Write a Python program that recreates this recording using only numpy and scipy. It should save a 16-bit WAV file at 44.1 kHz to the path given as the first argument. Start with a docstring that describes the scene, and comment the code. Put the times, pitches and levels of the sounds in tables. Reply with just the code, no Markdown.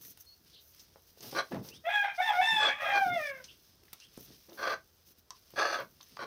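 """A rooster treads a hen in the corner of a mud-walled pen. From the start feathers and straw rustle
and snap, bodies push air, and small birds whistle outside. Near 1 s feet knock, wings beat and the
pinned hen rasps, turbulent air ringing her windpipe. From 1.8 to 3.4 s a second rooster crows farther
off, with wall echoes, its straining membranes rattling. Knocks, wing beats and rasps go on to the end."""
import sys
import numpy as np
from scipy import signal
from scipy.fft import rfft, irfft, next_fast_len
from scipy.io import wavfile
from scipy.ndimage import uniform_filter1d

SR = 44100
rng = np.random.default_rng(int(sys.argv[2]) if len(sys.argv) > 2 else 0)


def materialize(psi):
    """Save the field psi as 16-bit PCM at rate SR to the path in sys.argv[1].

    A 1-D psi becomes a single channel; in a 2-D psi each row is a channel.
    """
    bounded = np.clip(np.atleast_2d(psi).T, -1, 1)
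    quanta = np.round(bounded * 32767).astype(np.int16)
    wavfile.write(sys.argv[1], SR, quanta)


N = 276066


def gain_of(db):
    return 10 ** (np.asarray(db) / 20)


def unit_rms(x):
    return x / np.sqrt(np.mean(x ** 2) + 1e-20)


def add(mix, start_s, sound):
    part = mix[round(start_s * SR):][:len(sound)]
    part += sound[:len(part)]


def edge_fades(count, fade_s):
    return signal.windows.tukey(count, min(2 * fade_s * SR / count, 1))


def curves(rows):
    """Columns after the first (time [s]), interpolated to the sample rate."""
    times_s, *columns = np.transpose(rows)
    t = np.arange(times_s[0], times_s[-1], 1 / SR)
    return [np.interp(t, times_s, column) for column in columns]


def filtered(x, spectrum):
    """Filter by (frequency [Hz], gain [dB]) points."""
    points_hz, points_db = np.transpose(spectrum)
    size = next_fast_len(len(x))
    hz = np.fft.rfftfreq(size, 1 / SR)
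    gain_db = np.interp(np.log(hz + 1), np.log(points_hz + 1), points_db)
    return irfft(rfft(x, size) * gain_of(gain_db), size)[:len(x)]


def colour(x, spectrum):
    return unit_rms(filtered(x, spectrum))


def resonate(x, hz, width_hz):
    """One resonance: shift hz to zero, smooth, shift back."""
    carrier = np.exp(2j * np.pi * hz * np.arange(1, len(x) + 1) / SR)
    pole = np.exp(-np.pi * width_hz / SR)
    return 2 * (carrier * signal.lfilter([1 - pole], [1, -pole], x / carrier)).real


def wander(count, per_s):
    """Smooth random curve, rms 1, about per_s changes a second."""
    span = max(int(SR / per_s / 2), 1)
    return unit_rms(uniform_filter1d(uniform_filter1d(rng.standard_normal(count), span), span))


def grainy(count, lumps_db, per_s):
    """Noise in uneven lumps, rms 1."""
    return unit_rms(rng.standard_normal(count) * gain_of(lumps_db * wander(count, per_s)))


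def bout(hold_s, level_db, rise_s, fall_s):
    """Gain of one movement: rise, hold, fall."""
    edge_db = -18.5
    shape_db, = curves([(0, edge_db), (rise_s, 0), (rise_s + hold_s, 0),
                        (rise_s + hold_s + fall_s, edge_db)])
    return gain_of(level_db + shape_db)


# drift of the resting level: (time [s], level [dB])
REST_DRIFT = [(0, 5.5), (.4, -1.5), (1.1, 1), (1.5, 2), (2.1, 0), (3.4, 5), (3.8, -0.5), (4.4, 1),
              (5.0, -2.5), (5.3, -2), (5.45, 2.5), (6.26, 0)]


def activity(bouts, rest_db, rise_s, fall_s):
    """Gain of bouts summed in power over a resting level; the birds are never quite still."""
    drift_db = np.interp(np.arange(N) / SR, *np.transpose(REST_DRIFT))
    sway_db = 2 * wander(N, per_s=4.3)
    power = gain_of(rest_db + drift_db + sway_db) ** 2
    for start_s, hold_s, level_db in bouts:
        add(power, start_s, bout(hold_s, level_db, rise_s, fall_s) ** 2)
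    return np.sqrt(power)


# yard background: (frequency [Hz], gain [dB])
YARD_SPECTRUM = [(15, -66.5), (25, 4), (87, 18), (232, -37.5), (339, 3.5), (1010, -6.5), (1550, -7),
                 (2210, -16.5), (5570, -27.5), (7300, -9.5), (11300, -26.5), (14800, -8.5), (16500, -38.5)]


def yard(level_db):
    """Faint, slightly wavering outdoor noise."""
    return gain_of(level_db) * colour(grainy(N, lumps_db=.8, per_s=6), YARD_SPECTRUM)


def straw_crackle(per_s, spread_db):
    """Breaking straws: sparse, tiny noise bursts of uneven size."""
    sizes = gain_of(spread_db * np.minimum(rng.exponential(1, N), 4))
    breaks = rng.random(N) < per_s / SR
    envelope = signal.lfilter([1], [1, -.985], sizes * breaks)
    return unit_rms(envelope * rng.standard_normal(N))


# straw and down: (frequency [Hz], gain [dB])
DOWN_SPECTRUM = [(2940, -38), (5000, -20.5), (6020, -7), (8160, -16), (15000, 2.5), (16200, -12),
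                 (16500, -26)]
# stiff quills: (frequency [Hz], gain [dB])
QUILL_SPECTRUM = [(590, -64.5), (1000, -9.5), (2290, -7), (2890, -4), (4450, -2), (5190, 2), (7210, -10.5),
                  (10000, -2.5), (13000, -35), (22000, -120)]
# bouts of movement: (start [s], hold [s], straw and down level [dB], quill level [dB])
RUSTLES = [(0.0, 0.0965, -47, -65), (0.183, 0.0074, -46.5, -76), (0.44, 0.09, -68.5, -64.5),
           (0.588, 0.112, -58, -84.5), (0.718, 0.05, -62, -65), (0.773, 0.043, -57.5, -75),
           (1.051, .03, -61, -66.5), (1.159, 0.029, -59, -65), (1.207, 0.065, -46, -52.5),
           (1.289, 0.064, -50.5, -51.5), (1.494, 0.034, -64, -60.5), (1.621, 0.0616, -50.5, -57.5),
           (1.718, 0.031, -64.5, -56), (1.844, 0.186, -59, -68), (2.128, 0.061, -62, -58.5),
           (2.198, 0.086, -52.5, -53.5), (2.306, 0.268, -54, -53.5), (2.79, 0.12, -56, -56),
           (2.936, 0.135, -53, -55.5), (3.12, 0.158, -57, -54), (3.435, 0.0876, -89, -64),
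           (3.84, 0.018, -64, -94.5), (3.922, 0.011, -63, -82), (3.977, 0.054, -77.5, -60.5),
           (4.112, 0.048, -63.5, -64.5), (4.173, 0.068, -52, -62.5), (4.253, 0.089, -71, -60.5),
           (4.513, 0.195, -55, -64), (5.047, 0.051, -56.5, -67), (5.164, 0.00865, -58, -66),
           (5.33, .03, -77, -64.5), (5.527, 0.298, -65.5, -66), (6.009, 0.0086, -58, -66),
           (6.039, 0.11, -80.5, -65), (6.183, 0.075, -69.5, -66.5)]


def rustle():
    """Down crackles finely and quills scrape; breaking straws sound in both bands at once."""
    start_s, hold_s, down_db, quill_db = np.transpose(RUSTLES)
    down_gain = activity(zip(start_s, hold_s, down_db), rest_db=-65.5, rise_s=.022, fall_s=.023)
    quill_gain = activity(zip(start_s, hold_s, quill_db), rest_db=-69.5, rise_s=.022, fall_s=.023)
    straws = straw_crackle(per_s=86, spread_db=5.3)
    down = colour(grainy(N, lumps_db=1.5, per_s=300) + .4 * straws, DOWN_SPECTRUM)
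    quills = colour(grainy(N, lumps_db=1.6, per_s=170) + .062 * straws, QUILL_SPECTRUM)
    return down_gain * down + quill_gain * quills


# pushed air: (frequency [Hz], gain [dB])
GUST_SPECTRUM = [(40, -23.5), (70, -18.5), (120, 0), (170, -1.5), (340, -7.5), (520, -15), (2000, -45.5),
                 (4000, -93)]
# pushes of air: (start [s], hold [s], level [dB])
GUSTS = [(0.0, 0.074, -66.5), (1.2, 0.114, -60), (1.31, 0.085, -61), (1.505, 0.072, -38.5),
         (1.62, 0.128, -58), (2.39, 0.033, -61), (2.51, 0.013, -47), (2.58, 0.103, -62.5),
         (2.8, 0.27, -58.5), (3.05, 0.0556, -43.5), (3.39, 0.0115, -65), (3.46, 0.059, -65.5),
         (3.66, 0.031, -68.5), (3.93, 0.028, -89.5), (4.17, 0.013, -54), (4.26, 0.042, -60),
         (4.55, 0.21, -63.5), (5.06, .03, -64.5), (5.52, 0.05, -59.5), (5.79, 0.015, -54),
         (6.1, .04, -63.5), (6.18, 0.034, -57.5)]


def gusts():
    """Wings and body push air in low puffs."""
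    gain = activity(GUSTS, rest_db=-73, rise_s=.015, fall_s=.1)
    return gain * colour(grainy(N, lumps_db=2.2, per_s=50), GUST_SPECTRUM)


def impact(peak_db, centre_hz, t60_s, width_ratio, puff_gain):
    """A click and a noise puff dying over t60_s ring one broad resonance."""
    t = np.arange(6000) / SR
    drive = puff_gain * rng.standard_normal(len(t)) * gain_of(-60 * t / t60_s)
    drive[0] += 1
    ring = resonate(drive, centre_hz, width_ratio * centre_hz)
    ring = resonate(ring, centre_hz, 2 * centre_hz)  # soft contact: little far from the ring
    return gain_of(peak_db) * ring / abs(ring).max()


# small snaps: (time [s], peak [dB], centre [Hz], puff t60 [s])
TICKS = [(0.0127, -37.5, 13600, 0.0176), (0.0344, -40, 14700, 0.037), (0.0504, -35.5, 14400, 0.042),
         (0.122, -48.5, 13800, 0.03), (0.174, -37, 13500, 0.025), (0.206, -46, 13900, 0.0164),
         (0.6634, -53.5, 14400, 0.025), (.252, -46.5, 9000, .02), (.766, -51.5, 9000, .02),
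         (0.7949, -42.5, 5660, 0.117), (1.2069, -36.5, 5840, 0.023), (1.5213, -39, 1520, 0.18),
         (1.6875, -36.5, 5400, 0.0335), (3.4411, -38, 5530, 0.0796), (3.835, -47.5, 13700, 0.018),
         (3.921, -62, 2074, 0.018), (3.8536, -46, 15100, 0.036), (3.881, -53.5, 1950, 0.034),
         (3.931, -25, 13800, 0.03), (4.001, -42.5, 5640, 0.035), (4.1742, -38, 9800, 0.038),
         (4.4956, -45.5, 4910, 0.021), (4.5085, -53, 3300, 0.026), (4.5295, -50, 3750, 0.0276),
         (5.306, -31, 5880, 0.0157), (2.2, -40, 14000, .03), (2.51, -43.5, 13610, .03),
         (5.5046, -39.5, 14600, 0.0325), (6.01, -39, 4074, 0.0216), (6.029, -42, 5600, 0.018),
         (6.168, -42.5, 4540, 0.03)]


def tick(peak_db, centre_hz, t60_s):
    """A claw, straw or quill snaps with a strong puff of noise."""
    return impact(peak_db, centre_hz, t60_s, width_ratio=.36, puff_gain=.6)


# small birds: (start [s], length [s], first pitch [Hz], last pitch [Hz], level [dB], jitter [ratio])
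CHIRPS = [(0.25, 0.114, 4294, 4390, -61.5, 0.0096), (0.514, 0.104, 3850, 3594, -61.5, 0.13),
          (1.696, 0.0973, 2290, 4035, -60.5, 0.021), (3.474, .05, 2490, 3704, -58, 0.0923),
          (4.004, 0.0674, 2585, 3408, -62.5, 0.041)]


def chirp(length_s, first_hz, last_hz, level_db, jitter):
    """A gliding whistle, scratchy with pitch jitter."""
    glide_hz = np.linspace(first_hz, last_hz, round(length_s * SR))
    n = len(glide_hz)
    cycles = np.cumsum(glide_hz * (1 + jitter * wander(n, per_s=300))) / SR
    return np.sqrt(2) * gain_of(level_db) * np.sin(2 * np.pi * cycles) * signal.windows.tukey(n, .6)


# blows: (time [s], peak [dB], centre [Hz], puff t60 [s], width / centre [ratio])
KNOCKS = [(0.917, -61.5, 144, 0.06, 0.38), (0.959, -41, 533, 0.145, 0.96),
          (1.174, -50.5, 473, 0.0506, 0.33), (1.514, -36.5, 280, .08, .8), (2.527, -54, 880, 0.067, 0.58),
          (3.832, -58.5, 331.5, 0.11, 0.38), (3.93, -55, 170, 0.06, 0.243), (4.177, -33, 228, 0.04, 1.1),
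          (4.305, -46.5, 264, 0.073, 0.28), (5.306, -41, 1042, 0.16, 0.113), (5.538, -41, 376, 0.069, 0.84),
          (6.006, -48, 1033, 0.06, 0.23), (6.171, -31.5, 1056, 0.07, 0.4)]


def knock(peak_db, centre_hz, t60_s, width_ratio):
    """Feet or body strike ground or wall, with little noise."""
    return impact(peak_db, centre_hz, t60_s, width_ratio, puff_gain=.023)


# wing noise: (frequency [Hz], gain [dB])
WING_SPECTRUM = [(59, -37.5), (100, -13), (173, -8), (388, 0.5), (555, -7), (872, -10.5), (1220, -18),
                 (1450, -22), (9000, -45), (11700, -76.5), (19800, -120)]
# wing strokes: (start [s], hold [s], level [dB])
WING_BEATS = [(1.197, .08, -54.5), (1.316, 0.041, -44), (1.507, .05, -41), (1.616, .08, -58),
              (4.477, 0.176, -57.5), (6.191, .05, -52)]


def wing_beat(hold_s, level_db):
    """A wing sweeps air and brushes the wall."""
    gain = bout(hold_s, level_db, rise_s=.012, fall_s=.04)
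    sweep = colour(grainy(len(gain), lumps_db=3.6, per_s=89), WING_SPECTRUM)
    return gain * sweep * signal.windows.tukey(len(gain), .1)


# hen's windpipe resonances: (centre [Hz], width [Hz], level [dB])
WINDPIPE = [(645.8, 290, -2.5), (1267.5, 230, 0.5), (1658.5, 274, 2), (2374, 1400, -4.5), (3427, 540, -10),
            (4455, 800, -6.5), (6140, 390, -14), (8800, 1500, -22), (11000, 3000, -23) ]
# air noise between the resonances: (frequency [Hz], gain [dB])
BREATH_SPECTRUM = [(150, -42), (290, 8), (900, 13.5), (1900, 8.5), (2800, -25.5), (5400, -54), (12000, -46)]
# hen's calls: (start [s], swell [s], length before tail [s], first effort [dB],
# effort after swell [dB], windpipe tuning [ratio], treble tilt [dB/octave])
RASPS = [(1.347, 0.0343, 0.058, -39, -29, 0.915, 1.79), (2.589, 0.052, 0.117, -42.5, -30, 0.93, -1.5),
         (2.931, 0.043, 0.0495, -43.5, -29, 0.933, 0.5), (4.572, 0.079, 0.1688, -47.5, -31, 0.935, -.5),
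         (5.557, 0.0337, 0.2155, -40.5, -28.5, 0.975, 1), (5.785, 0.021, 0.03485, -34.5, -38.5, 0.912, -4),
         (6.189, 0.039, 0.0481, -41, -36.5, 0.886, -.5)]


def hen_rasp(swell_s, length_s, first_db, swell_db, tuning, tilt_db_per_octave):
    """Turbulent air in uneven puffs rings the windpipe; no steady pitch."""
    sag_db_per_s, tail_s, tail_drop_db = 34, .0327, 38.5
    last_db = swell_db - sag_db_per_s * (length_s - swell_s)
    effort_db, = curves([(0, first_db), (swell_s, swell_db), (length_s, last_db),
                         (length_s + tail_s, last_db - tail_drop_db)])
    treble_db_per_octave = tilt_db_per_octave + .1363 * (swell_db - effort_db)  # brighter when weak
    air = grainy(len(effort_db), lumps_db=2.3, per_s=130)
    windpipe = np.zeros(len(air))
    for hz, width_hz, level_db in WINDPIPE:
        ring = resonate(air, hz * tuning, width_hz)
        ring = resonate(ring, hz * tuning, width_hz)
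        treble_octaves = max(np.log2(hz / 1700), 0)
        windpipe += gain_of(level_db + treble_db_per_octave * treble_octaves) * unit_rms(ring)
    voice = unit_rms(unit_rms(windpipe) + gain_of(-3) * colour(air, BREATH_SPECTRUM))
    return gain_of(effort_db) * voice * edge_fades(len(air), fade_s=.005)


# rooster's throat response: (frequency [Hz], gain [dB])
THROAT_SPECTRUM = [(1500, -2), (2250, 6.5), (2650, -1.5), (2950, -10.5), (3450, 6), (4100, -20.5),
                   (4500, -28.5), (5300, -14.5), (6100, -24.5), (7000, -17.5), (10000, -25), (14000, -43.5)]
# air leaking through the throat: (frequency [Hz], gain [dB])
HISS_SPECTRUM = [(500, -18.5), (700, -16), (1300, -3.5), (2200, 5), (2800, -6), (3600, -3.5), (4500, -27)]
# crow, one list a note: (time [s], pitch [Hz], first partial [dB], second over first [dB],
# upper partials over first [dB], hoarseness [0-1])
CROW_NOTES = [
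    [(1.835, 615, -58.5, -10, -8, 0.34), (1.861, 654.6, -32.5, -18, -7, 0.45),
     (1.9, 720, -29, -14, -24.5, 0.246)],
    [(1.885, 800, -34.5, 1, -5.5, 0.49), (1.92, 838, -41, 8, -2.5, 0.58),
     (1.96, 834.3, -35.5, 4.5, -1, 0.258), (2.02, 807.6, -39.5, 9.5, -1, 0.017),
     (2.052, 798.3, -34, -4.5, -7.5, 0.98), (2.09, 789.3, -50, 6, 4.5, 0.944),
     (2.17, 807.3, -61.5, -6, -0.5, 0.65)],
    [(2.175, 692, -36.5, -13, -8.5, 0.12), (2.203, 745, -25.5, -13, -13.5, 0.343),
     (2.225, 730, -31.5, -10, -10.5, 0.276)],
    [(2.21, 880, -48.5, 14, 3.5, 0.34), (2.255, 906.9, -46, 10, 0.5, 0.34),
     (2.285, 868.4, -29, -3.5, -11.5, 0.48), (2.315, 830, -29.5, -9.5, -12, 0.693),
     (2.335, 800, -45.5, -10.5, -11, 0.47)],
    [(2.32, 740, -39, -3.5, -5.5, 1), (2.365, 709, -34, -2.5, -8, 0.193),
     (2.405, 752.3, -21.5, -20, -16, 0.033), (2.425, 780, -32, -6.5, -9, 0.195)],
    [(2.41, 860, -31.5, 2.5, -7, 0.4), (2.43, 877.9, -38, 2, 0, 0.5), (2.498, 894.4, -34, 2.5, -3, 0.173),
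     (2.576, 860.2, -33, -2.5, -5, 0.32), (2.652, 851.1, -33, 4.5, 1, 0.4),
     (2.70, 844, -43.5, -5, -1, 0.716), (2.77, 838.7, -55.5, 1.5, 1.5, .4),
     (2.855, 825.2, -50, -1, 3, 0.48)],
    [(2.68, 560.4, -54.5, 2, 18, 0.44), (2.70, 560.7, -55, 2, 22, 0.563),
     (2.77, 586.4, -63, 9.5, 9.5, 0.72), (2.82, 620.7, -46, 3, 3.5, 0.99),
     (2.87, 659.2, -33, -9, -10, 0.935), (2.93, 615, -46.5, -18, 10, 1)],
    [(2.84, 830, -49.5, 9.5, 11, 0.5), (2.89, 807.2, -38, 0.5, -5, .35),
     (2.968, 800.2, -29.5, -3, -5, 0.14), (3.035, 779.4, -30.5, -7.5, -16, 0.071),
     (3.055, 724.7, -34, -6.5, -17.5, 0.073), (3.135, 707.8, -34, -9.5, -8, 0.093),
     (3.175, 672.9, -31, -23, -14.5, 0.124), (3.2, 620.8, -37, -11.5, -6, 0.069),
     (3.25, 591, -45, -12, 5, 0.1411), (3.32, 542.8, -48, -12.5, 0, 0.31),
     (3.42, 505, -54.5, -16.5, -8, 0.68), (3.44, 510, -83, -4.5, 11.5, .2)],
]


def crow_note(rows):
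    """Partials on a pitch; a straining membrane rattles and smears each into noise."""
    hz, first_db, second_over_db, upper_over_db, hoarse = curves(rows)
    second_db, upper_db = first_db + second_over_db, first_db + upper_over_db
    n = len(hz)
    jitter = (.0064 + .008 * hoarse) * wander(n, per_s=170)
    cycles = np.cumsum(hz * (1 + jitter)) / SR
    points_hz, points_db = np.transpose(THROAT_SPECTRUM)

    def throat_db(multiple):
        return np.interp(np.log(multiple * hz), np.log(points_hz), points_db)

    dulling_db = 20 * np.maximum(1 - hz / 860, 0)  # as the pitch falls below 860 Hz, the upper partials fade faster
    uppers_db = [upper_db + throat_db(k) - throat_db(2.8826) - dulling_db * (k - 3) for k in range(3, 17)]
    tone = np.zeros(n)
    for k, level_db in enumerate([first_db, second_db] + uppers_db, start=1):
        neck_sway_db = .45 * (k - 1) * wander(n, per_s=20)
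        rattle = 1 - .6 * hoarse + .7 * hoarse * wander(n, per_s=150)
        tone += gain_of(level_db + neck_sway_db) * rattle * np.sin(2 * np.pi * k * cycles)
    hiss = colour(rng.standard_normal(n), HISS_SPECTRUM)
    tone += gain_of(np.maximum(second_db, upper_db) - 8.5) * hoarse * hiss
    # alternate strong and weak cycles put lines between the partials
    tone *= 1 + .25 * hoarse * wander(n, per_s=80) * np.sin(np.pi * cycles)
    # a slack second membrane beats against the first
    beat_hz = 58 * (1 + .21 * wander(n, per_s=23))
    beat_depth = np.minimum(.081 + .52 * hoarse, .6)
    tone *= 1 + beat_depth * np.sin(2 * np.pi * np.cumsum(beat_hz) / SR)
    return np.sqrt(2) * tone * edge_fades(n, fade_s=.012)


def walls(x, t60_s, echo_db):
    """Direct sound plus sparse, low-passed wall echoes of random sign."""
    taps = np.zeros(SR // 2)
    slots = np.arange(200, len(taps) - 20, 20)
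    taps[slots + rng.integers(0, 20, len(slots))] = rng.choice([-1., 1.], len(slots))
    decay = gain_of(-60 * np.arange(len(taps)) / SR / t60_s)
    echoes = signal.lfilter([1], [1, -.6], taps * decay)
    return x + gain_of(echo_db) * signal.fftconvolve(x, echoes / np.linalg.norm(echoes))[:N]


def scene():
    """Far voices and the near scuffle, each with echoes, over dry rustle, gusts and yard noise."""
    far, near = np.zeros(N), np.zeros(N)
    for start_s, *settings in CHIRPS:
        add(far, start_s, chirp(*settings))
    for events, source in (TICKS, tick), (KNOCKS, knock), (WING_BEATS, wing_beat), (RASPS, hen_rasp):
        for start_s, *settings in events:
            add(near, start_s, source(*settings))
    for rows in CROW_NOTES:
        add(far, start_s=rows[0][0], sound=crow_note(rows))
    far = filtered(far, [(400, -28.5), (540, 1.5)])  # a small beak sends out no bass
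    far = walls(far, t60_s=.1893, echo_db=-7.5)
    near = walls(near, t60_s=.158, echo_db=-11.5)
    return (yard(level_db=-68.5) + rustle() + gusts() + near + far)[None]


# small microphone: (frequency [Hz], gain [dB])
MICROPHONE_RESPONSE = [(25, -14.5), (45, -1), (60, -3.5), (5000, 0.5), (6400, 0.5), (6900, -8.5),
                       (8200, -6), (12000, -6.5)]


def record(dry):
    """Microphone colour, then the band limit."""
    heard = filtered(dry[0], MICROPHONE_RESPONSE)
    lowpass = signal.firwin(511, cutoff=15850, window=("kaiser", 9), fs=SR)
    return signal.oaconvolve(heard, lowpass, "same")[None]


dry = scene()
out = record(dry)
materialize(out)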